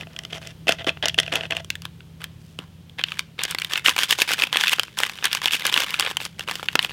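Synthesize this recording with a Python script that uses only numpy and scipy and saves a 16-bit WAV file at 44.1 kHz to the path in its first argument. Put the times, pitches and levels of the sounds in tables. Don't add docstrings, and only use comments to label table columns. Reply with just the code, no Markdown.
import sys
import numpy as np
from scipy import signal
from scipy.fft import rfft, irfft
from scipy.io import wavfile

SR = 44100
rng = np.random.default_rng(int(sys.argv[2]) if len(sys.argv) > 2 else 0)


def wav_record(signal):
    frames = np.transpose(np.atleast_2d(signal))
    bounded = np.clip(frames, -1, 1)
    quanta = np.round(bounded * 32767).astype(np.int16)
    wavfile.write(sys.argv[1], SR, quanta)


N = 305172
TIME = np.arange(N) / SR

# (time [s], ring level [dB], pitch [Hz], body compared to ring [dB], crack compared to ring [dB])
SHARP_SNAPS = [(0.0099, -29.5, 2560, -17, -14), (0.0321, -36.5, 1980, -12, -23),
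               (0.0699, -42, 2650, -1, -23), (0.1328, -49, 2580, -9, -1), (0.1639, -30, 3300, -21, -12),
               (0.1897, -27, 3130, -16, -4), (0.236, -38.5, 2940, -10, -5), (0.2505, -29.5, 3040, -11, -7),
               (0.3303, -25.5, 3260, -24, -23), (0.4725, -36.5, 2600, -16, 3),
               (0.6701, -26.5, 2840, -3, -13), (0.6826, -18, 2620, -12, -9),
               (0.6919, -12.5, 2570, -5, -7.5), (0.7217, -17, 2780, -29, -5), (0.8444, -31, 3160, -7, -12),
               (0.8679, -29, 3080, -23, -7), (0.8924, -16, 2600, -11.5, -21), (0.9716, -39, 2720, 0.5, -23),
               (1.0264, -21, 3200, -13, -17), (1.0568, -16.5, 2960, -9, -3), (1.0837, -18.5, 2890, -21, 0),
               (1.0959, -21, 3300, -25, -17), (1.1438, -24, 2830, -21, -11.5), (1.1869, -8, 3180, -20, -19),
               (1.2001, -16.5, 3300, -12, -3.5), (1.2316, -27, 2800, -21, -13),
               (1.2632, -29.5, 2820, -25, -18), (1.2784, -25.5, 2500, -11, -17),
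               (1.3256, -24, 2770, -11, -17), (1.3372, -23, 2440, -5.5, -9),
               (1.3564, -14.5, 2620, -28, -7.5), (1.4086, -23, 2820, -14, -22),
               (1.4348, -26.5, 2870, -12, -22), (1.4542, -30, 2620, -9, -22),
               (1.5076, -20.5, 3320, -24, -12.5), (1.5222, -18.5, 2660, -12, -23),
               (1.5676, -19.5, 2750, -15.5, -11.5), (1.6457, -38, 3150, -6, -0.5),
               (1.703, -19, 2750, -19, -5.5), (1.7541, -28.5, 3470, -17, -9.5), (1.82, -40, 2820, -8, 2.5),
               (1.8529, -27.5, 3440, -6, -8.5), (2.005, -42, 2780, -21, -22.5),
               (2.2168, -37, 3040, -14.5, -11.5), (2.2415, -28, 3170, -21.5, -3),
               (2.5888, -27, 2960, -8, -10.5), (2.8961, -43.5, 3370, -16, -13.5),
               (2.9927, -25, 2280, -8.5, -19.5), (3.013, -30, 3200, -9, -17),
               (3.0383, -13.5, 3030, -21, -14.5), (3.0851, -30, 3230, -23, -23),
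               (3.1195, -23.5, 2690, -26, -18), (3.1925, -18.5, 2370, -17.5, -4.5),
               (3.3907, -29, 2120, -5, -31), (3.4355, -25.5, 2840, -42, 7.5), (3.4515, -27, 3220, 0, 0),
               (3.5102, -28.5, 3370, -15, 4), (3.5477, -22, 3380, -3.5, -7.5),
               (3.5855, -21.5, 4350, -18, -9), (3.599, -34, 3200, -7, -1), (3.6186, -20, 2340, -24, -11),
               (3.6466, -22, 3680, -18, -8), (3.7349, -19, 3100, -10, -4.5),
               (3.7569, -17.5, 2650, -20, -22), (3.7763, -20.5, 2660, -26, -9), (3.861, -8, 2900, -36, -29),
               (3.8827, -12, 2740, -3.5, -9.5), (3.8989, -23, 3060, -8, -10), (3.9636, -21.5, 2400, -4, -6),
               (3.9802, -21, 2460, -5.5, -8), (3.9887, -15.5, 2800, -11, -14),
               (4.0159, -23, 3160, -25, -18), (4.0335, -14.5, 3160, -10.5, -6.5),
               (4.1091, -13, 2860, -19, -4), (4.1269, -12, 3050, -22, -18), (4.1867, -23.5, 2260, -1, -7),
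               (4.2001, -31, 2900, -3, -8), (4.2187, -11.5, 2610, -14, -5), (4.289, -26, 2360, -7, -24),
               (4.3078, -28.5, 2600, 6, -7), (4.3168, -18, 2300, -10, -7), (4.3346, -19, 3010, -11, -2),
               (4.3899, -27, 2980, -14, -15), (4.3983, -21, 2500, -21, -9), (4.421, -13.5, 2640, -29, -12),
               (4.4366, -13, 2560, -18, -18), (4.4703, -27, 2650, -7, -8.5),
               (4.5279, -17.5, 3220, -7.5, -9.5), (4.5454, -18.5, 3250, -19, -35),
               (4.558, -19.5, 3200, 0.5, -17), (4.5703, -13, 3350, -14, -8.5),
               (4.6107, -17.5, 3410, -10.5, -4), (4.6371, -14, 1540, -34, -11),
               (4.671, -17, 2620, -17, -14), (4.6802, -16, 2500, -35, -8.5), (4.6943, -17, 2760, -26, -8),
               (4.7215, -30, 2520, -2, -5), (4.7313, -15, 2700, -7, -8.5), (4.784, -33.5, 2010, 7, -19),
               (4.7956, -12.5, 3160, -10.5, -7.5), (4.8334, -29, 3030, -5, 1), (4.881, -41.5, 2620, 0, -19),
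               (4.9872, -24.5, 3580, -21, 3.5), (5.0022, -28, 2300, 6.5, 3),
               (5.0339, -13, 2860, -10.5, -11.5), (5.0957, -26, 2720, -7.5, -9.5),
               (5.1864, -31.5, 2960, -10, -21), (5.2258, -30, 2500, -1, -24), (5.2423, -22, 2660, -12, 1),
               (5.2545, -15.5, 3180, -12, -3.5), (5.3144, -26, 2800, -15, -15),
               (5.3298, -17, 3380, -13, -3), (5.3497, -19.5, 2500, -4.5, -1.5),
               (5.3718, -24.5, 3070, -24, -12), (5.417, -24.5, 1800, -17, -9),
               (5.4577, -13.5, 3400, -10, -6.5), (5.4816, -16.5, 2940, -33, -25),
               (5.5085, -21, 2800, -24, -14), (5.5343, -19, 2640, -13, -15), (5.545, -18, 2800, -11, -13),
               (5.5519, -24, 2750, -20, -7), (5.5967, -31.5, 2530, -20, -0.5), (5.61, -34, 2510, -18, -15),
               (5.6214, -26, 2080, -11, -14), (5.6538, -19, 1640, -4, -3), (5.6668, -20, 3000, -21, 2),
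               (5.7258, -23, 2520, -5, -9), (5.7409, -12.5, 3020, -22, -13),
               (5.7628, -17.5, 2800, -5.5, -22), (5.7758, -13, 2650, -14, -9), (5.803, -22, 2970, -3, -1),
               (5.8204, -27, 2550, 0, -0.5), (5.8432, -25, 2930, -10, -9), (5.9061, -26, 2870, -25, -6),
               (5.9413, -17, 2420, -31, -14), (5.9972, -17, 2760, -8.5, 2), (6.008, -23, 3300, -12, -2),
               (6.0246, -21, 2930, -13, -26), (6.0501, -25.5, 1900, -18, -10),
               (6.0624, -21.5, 2440, -10, -22), (6.0722, -26.5, 2150, 0.5, -22),
               (6.112, -28.5, 3160, 0, -6.5), (6.1696, -17.5, 3050, -10, -7),
               (6.2026, -31.5, 2700, -1.5, -15), (6.215, -30.5, 2680, -5, -9), (6.2521, -30, 2630, -4, 4.5),
               (6.2613, -32.5, 2900, -1, -10), (6.3942, -27.5, 2770, -1.5, -4),
               (6.4076, -26, 2780, -16, -19), (6.4773, -29, 2810, -6, -21), (6.4859, -24.5, 2570, -1, -23),
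               (6.4954, -24.5, 2800, -4, -17), (6.5119, -27.5, 2620, 1.5, -0.5),
               (6.555, -26.5, 2780, -9, -1.5), (6.596, -34, 1760, 2.5, -17), (6.6288, -30, 2310, 3.5, -11),
               (6.6857, -15, 2830, -19, -21), (6.7298, -37, 2900, -4, -5), (6.7545, -14.5, 2590, 1, -5.5),
               (6.7916, -11, 3000, -11.5, -16), (6.8275, -22.5, 3380, -26, -6),
               (6.8467, -18, 2830, -6, -13), (6.8944, -30.5, 2850, -8, -23), (6.9075, -34, 2760, -3, -14)]
# (start [s], length [s], ring level [dB], body compared to ring [dB], crack compared to ring [dB])
POWDER_SHAKES = [(0, 0.03, -45, -3.5, -7), (0.1, 0.17, -59.5, 1.5, -14), (0.3, 0.018, -42, -13, -12),
                 (0.325, 0.056, -37, -5, -5.5), (0.415, 0.1, -43.5, -10.5, -7.5),
                 (0.678, 0.042, -22, -11, -14), (0.72, 0.029, -43.5, 0.5, -2),
                 (0.785, 0.038, -35, -10, -20), (0.868, 0.032, -24.5, -6, -13),
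                 (1.028, 0.054, -27, -6.5, -18.5), (1.18, 0.013, -22.5, -7.5, -9),
                 (1.22, 0.09, -45, -8, -10), (1.32, 0.054, -26.5, -5.5, -11), (1.375, 0.09, -41, -2.5, -9),
                 (1.505, 0.032, -34, -5, -16), (1.55, 0.054, -37, -7, -11)]
# (start [s], length [s], ring level [dB], body compared to ring [dB], crack compared to ring [dB])
FINGER_SQUEEZES = [(1.7, 0.044, -59, 3, -7), (1.83, 0.032, -47.5, -5, -11), (2.205, 0.048, -43, -2, -8),
                   (2.4, 0.15, -66, -9, 8), (2.588, 0.052, -49.5, 5, -6.5),
                   (2.985, 0.016, -30, -8.5, -16.5), (3.065, 0.14, -41, -6, -5.5),
                   (3.385, 0.07, -29, -7, -15.5), (3.48, 0.044, -31, -8.5, -7), (3.58, 0.1, -43.5, -5, -3),
                   (3.7, 0.092, -29.5, -8.5, -6.5), (3.85, 0.054, -20, -11, -4.5),
                   (3.98, 0.064, -22.5, -11, -3.5), (4.09, 0.038, -21.5, -11, -2.5),
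                   (4.185, 0.039, -21.5, -8, -2), (4.28, 0.06, -21.5, -11.5, -6),
                   (4.38, 0.067, -26.5, -3.5, -5.5), (4.527, 0.088, -28.5, -6.5, -7),
                   (4.6, 0.09, -24.5, -18, -7.5), (4.71, 0.028, -21, -19, -3.5),
                   (4.775, 0.065, -44, -20, -11), (4.97, 0.105, -29, -6, -5), (5.085, 0.18, -41, -5, -3.5),
                   (5.24, 0.024, -18.5, -9.5, -10.5), (5.31, 0.072, -31, -13, -5.5),
                   (5.43, 0.052, -26, -10, -7.5), (5.52, 0.033, -20, -13.5, -3.5),
                   (5.59, 0.092, -38.5, -3, -8), (5.645, 0.053, -25.5, -6.5, -6.5),
                   (5.72, 0.12, -25.5, -7, -6), (5.86, 0.11, -33, -10.5, -6.5),
                   (5.985, 0.095, -28, -4.5, -9.5), (6.09, 0.023, -32, -7, -3),
                   (6.2, 0.062, -36.5, -11, -1.5), (6.383, 0.054, -44, -4, -3), (6.475, 0.047, -33, -4, -5),
                   (6.53, 0.13, -41.5, -6, -2), (6.68, 0.072, -46, -8, -2), (6.8, 0.06, -34, -4, -4),
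                   (6.89, 0.03, -38.5, -18, -7)]
# (time [s], level [dB])
SIDE_POPS = [(0.871, -11), (2.591, -22.5), (3.883, -31), (5.778, -21), (6.7538, -10.5)]
# (pitch [Hz], width [Hz], level [dB])
BRIGHTNESS_BANDS = [(1520, 1000, -7.5), (3120, 1850, 7)]
# (pitch [Hz], width [Hz], boost [dB])
MUG_BANDS = [(207, 490, 6), (660, 74, 12), (1040, 610, -7), (2040, 170, 2.5), (2230, 104, -10),
             (3380, 130, 2.5), (3910, 430, -5), (5640, 1700, 2)]
# (pitch [Hz], width [Hz], boost [dB])
HAND_BANDS = [(408, 50, -0.5), (652, 210, -6), (1020, 100, 1.5), (1916, 43, -7.5), (4570, 220, 3.5),
              (5770, 1000, -1), (14100, 3000, 4)]
# (pitch [Hz], level before the swell [dB])
ENGINE_TONES = [(72, -60.5), (89.8, -55), (125.7, -56.5), (161.6, -50.5)]
# (time [s], level change [dB])
HUM_SWELL = [(0, -0.5), (.9, 5.5), (1.8, 4.5), (2.7, 3), (3.3, -3), (4.2, -8), (5.5, -17), (6.3, -1),
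             (6.92, -10)]
# (pitch [Hz], relative level [dB])
AIR_COLOUR = [(25, -20), (50, -1.5), (80, -2), (125, 6), (180, 7), (250, -4.5), (400, -8), (700, -16),
              (1200, -19.5), (2200, -21), (3100, -16.5), (4200, -22.5), (8000, -29.5), (16000, -32)]
# (time [s], level change [dB])
AIR_LEVEL_CHANGES = [(0, 0.5), (1.5, -1.5), (2.8, -3), (4.9, -3.5), (6.3, -3), (6.92, 1.5)]


def buckles(rows, body_db, ring_db, crack_db, flip_s=0.0012, crack_s=0.00028):
    start_s, level_db, hz, body_offset_db, crack_offset_db = np.transpose(rows)[:, :, None]
    snap_samples = 512
    t = np.arange(snap_samples) / SR
    noise = rng.standard_normal((len(rows), 3, snap_samples))
    lag, share, phase, shape, depth = rng.random((len(rows), 5)).T[:, :, None]
    neighbour_time = t - 0.0018 * lag
    neighbour = 2 * share * from_db(-7) * (neighbour_time > 0)
    settling = from_db(-18) * np.exp(-t / 0.004)
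    bursts = []
    for part, fall_s in enumerate([flip_s, flip_s, crack_s]):
        fade = np.exp(-t / fall_s) + neighbour * np.exp(-abs(neighbour_time) / fall_s) + settling
        bursts.append(noise[:, part] * fade)
    body, ring, crack = map(even_start, foil_parts(*bursts))

    def note(pitch_hz, fall_s):
        fade = np.exp(-t / fall_s) * (1 - np.exp(-t * pitch_hz / 2))
        return even_start(np.sin(2 * np.pi * (pitch_hz * t + phase)) * fade)

    hollow = 0.82 * depth ** 2 * note(hz * 0.468 * (1 + shape / 2), fall_s=0.0018)
    ring = from_db(ring_db) * even_start(ring + 1.1 * note(hz, fall_s=0.0014) + hollow)
    body = from_db(body_db + body_offset_db) * body
    crack = from_db(crack_db + crack_offset_db) * crack
    snaps = from_db(level_db) * (body + ring + crack)
    positions = np.round(start_s * SR).astype(int) + np.arange(snap_samples)
    return np.bincount(positions.ravel(), snaps.ravel(), N)[:N]


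def crinkle(bend, count=1000, pitch_hz=2500):
    times = (np.arange(count) + rng.random(count)) / count * TIME[-1]
    size, pitch, body, crack = rng.uniform(-1.5, 1.5, (count, 4)).T
    body_db, ring_db, crack_db = 20 * np.log10(bend[:, (times * SR).astype(int)])
    level_db = ring_db - 3.5 + 4 * np.minimum(size, 1)
    hz = pitch_hz * np.exp(0.349 * np.minimum(pitch, 1))
    columns = [times, level_db, hz, body_db - ring_db + 2 * body, crack_db - ring_db + 2 * crack]
    return buckles(np.transpose(columns), body_db=-2.5, ring_db=0.5, crack_db=-6)


def sliding(gains, body_db, ring_db, crack_db, grain_db, grains_per_s):
    grains = from_db(grain_db * np.minimum(drift(grains_per_s), 2))
    parts = map(rms_one, foil_parts(*(rng.standard_normal((3, N)) * grains)))
    return sum(gain * from_db(db) * part for gain, db, part in zip(gains, (body_db, ring_db, crack_db), parts))


def foil_parts(body, ring, crack):
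    body = cut(body, [248, 1398], "band")
    body = 0.08 * body + cut(body, 1000, "high", order=1)
    ring = cut(ring, [1398, 3640], "band", order=3)
    ring = ring + sum(from_db(db) * resonate(ring, hz, width) for hz, width, db in BRIGHTNESS_BANDS)
    crack = cut(crack, 3770, "high", order=3)
    crack = cut(crack, 6160, "low", order=1)
    crack = boost_band(crack, hz=5300, width=1600, db=4)
    return body, ring, cut(crack, 15000, "low", order=1)


def hand_moves(rows, attack_s, tilt_db, arch_db, release_s, linger_db, linger_s):
    power = np.full((3, N), 1e-12)
    for start, length, db, body_offset_db, crack_offset_db in rows:
        span = slice(max(int((start - attack_s) * SR), 0), int((start + length + .5) * SR))
        t = TIME[span] - start
        progress = np.clip(t / length, 0, 1) - .5
        onset = np.clip(.5 + t / attack_s, 0, 1)
        shape = from_db(tilt_db * progress + arch_db * (np.cos(np.pi * progress) - 1))
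        since_end = np.maximum(t - length, 0)
        fade = np.exp(-since_end / release_s) + from_db(linger_db) * np.exp(-since_end / linger_s)
        levels = from_db(db + np.array([[body_offset_db], [0], [crack_offset_db]]))
        power[:, span] += (levels * onset * shape * fade) ** 2
    return np.sqrt(power)


def thuds(hz=325, fall_s=0.0016):
    t = TIME[:SR // 20]
    swing = np.sin(2 * np.pi * hz * t) * np.exp(-t / fall_s)
    hits = np.zeros(N)
    for start_s, db in SIDE_POPS:
        hits[round(start_s * SR)] = from_db(db)
    return cut(signal.oaconvolve(hits, swing)[:N], 130, "high")


def mug_then_hand(sound, mug_ends_s=1.68):
    in_mug = cut(sound, 10000, "low", order=1)
    for hz, width, db in MUG_BANDS:
        in_mug = boost_band(in_mug, hz, width, db)
    in_hand = sound
    for hz, width, db in HAND_BANDS:
        in_hand = boost_band(in_hand, hz, width, db)
    mug_share = np.clip((mug_ends_s - TIME) / 0.05, 0, 1)
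    return mug_share * in_mug + (1 - mug_share) * in_hand


def woods_echo(sound, level_db=-24, tail_s=0.22, rise_s=0.0017):
    t = TIME[:SR // 2]
    fade = from_db(-60 * t / tail_s) * (1 - np.exp(-t / rise_s))
    echoes = cut(rng.standard_normal(len(t)), 6000, "low") * fade
    return from_db(level_db) * signal.oaconvolve(sound, echoes / np.linalg.norm(echoes))[:N]


def far_engine(waver_db=1.5):
    swell_db = follow(HUM_SWELL)
    hum = np.zeros(N)
    for hz, db in ENGINE_TONES:
        level = np.sqrt(2) * from_db(db + swell_db + waver_db * drift(7.6))
        hum += level * np.sin(2 * np.pi * hz * TIME + 0.92 * drift(6))
    return hum


def open_air(base_db=-47):
    hz, db = np.transpose(AIR_COLOUR)
    all_hz = np.arange(N // 2 + 1) * SR / N
    colour = from_db(np.interp(np.log(all_hz + 1), np.log(hz), db))
    noise = irfft(rfft(rng.standard_normal(N)) * colour, N)
    return from_db(base_db + follow(AIR_LEVEL_CHANGES)) * rms_one(noise)


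def from_db(db):
    return 10 ** (np.asarray(db) / 20)


def rms_one(x):
    return x / np.sqrt(np.mean(x ** 2) + 1e-20)


def even_start(snaps):
    return snaps / np.sqrt(np.mean(snaps[:, :176] ** 2, axis=1, keepdims=True))


def follow(points):
    return np.interp(TIME, *np.transpose(points))


def drift(rate):
    points = rng.standard_normal(2 ** 14)
    return rms_one(np.interp(TIME * rate, np.arange(len(points)), points))


def cut(x, hz, keep, order=2):
    return signal.sosfilt(signal.butter(order, hz, keep, fs=SR, output="sos"), x)


def resonate(x, hz, width):
    r = np.exp(-np.pi * width / SR)
    gain = (1 - r * r) / 2
    return signal.lfilter([gain, 0, -gain], [1, -2 * r * np.cos(2 * np.pi * hz / SR), r * r], x + 1e-18)


def boost_band(x, hz, width, db):
    angle, gain = 2 * np.pi * hz / SR, from_db(db / 2)
    k = np.sin(angle) * width / (2 * hz)
    middle = -2 * np.cos(angle)
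    return signal.lfilter([1 + k * gain, middle, 1 - k * gain], [1 + k / gain, middle, 1 - k / gain], x)


def scene():
    flow = hand_moves(POWDER_SHAKES, attack_s=0.0065, tilt_db=-4, arch_db=-2,
                      release_s=0.0033, linger_db=-25.5, linger_s=0.034)
    bend = hand_moves(FINGER_SQUEEZES, attack_s=0.015, tilt_db=-1, arch_db=-1,
                      release_s=0.006, linger_db=-15, linger_s=0.11)
    firm_squeeze = from_db(-22.5)
    effort = (bend[1] / firm_squeeze) ** 0.13
    snaps = buckles(SHARP_SNAPS, body_db=1.5, ring_db=1, crack_db=0)
    powder = sliding(flow, body_db=1.5, ring_db=-3, crack_db=-3.5, grain_db=5.5, grains_per_s=1400)
    rub = sliding(bend * effort, body_db=-5, ring_db=-7.5, crack_db=-6, grain_db=5.5, grains_per_s=550)
    creases = crinkle(bend + from_db(-1) * flow)
    foil = mug_then_hand(snaps + creases + powder + rub) + thuds()
    return (foil + woods_echo(foil) + far_engine() + open_air())[None]


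def record(dry, top_hz=16000):
    rounded = dry / (1 + dry ** 6) ** (1 / 6)
    return signal.sosfilt(signal.ellip(10, .1, 80, top_hz, fs=SR, output="sos"), rounded)


dry = scene()
out = record(dry)
wav_record(out)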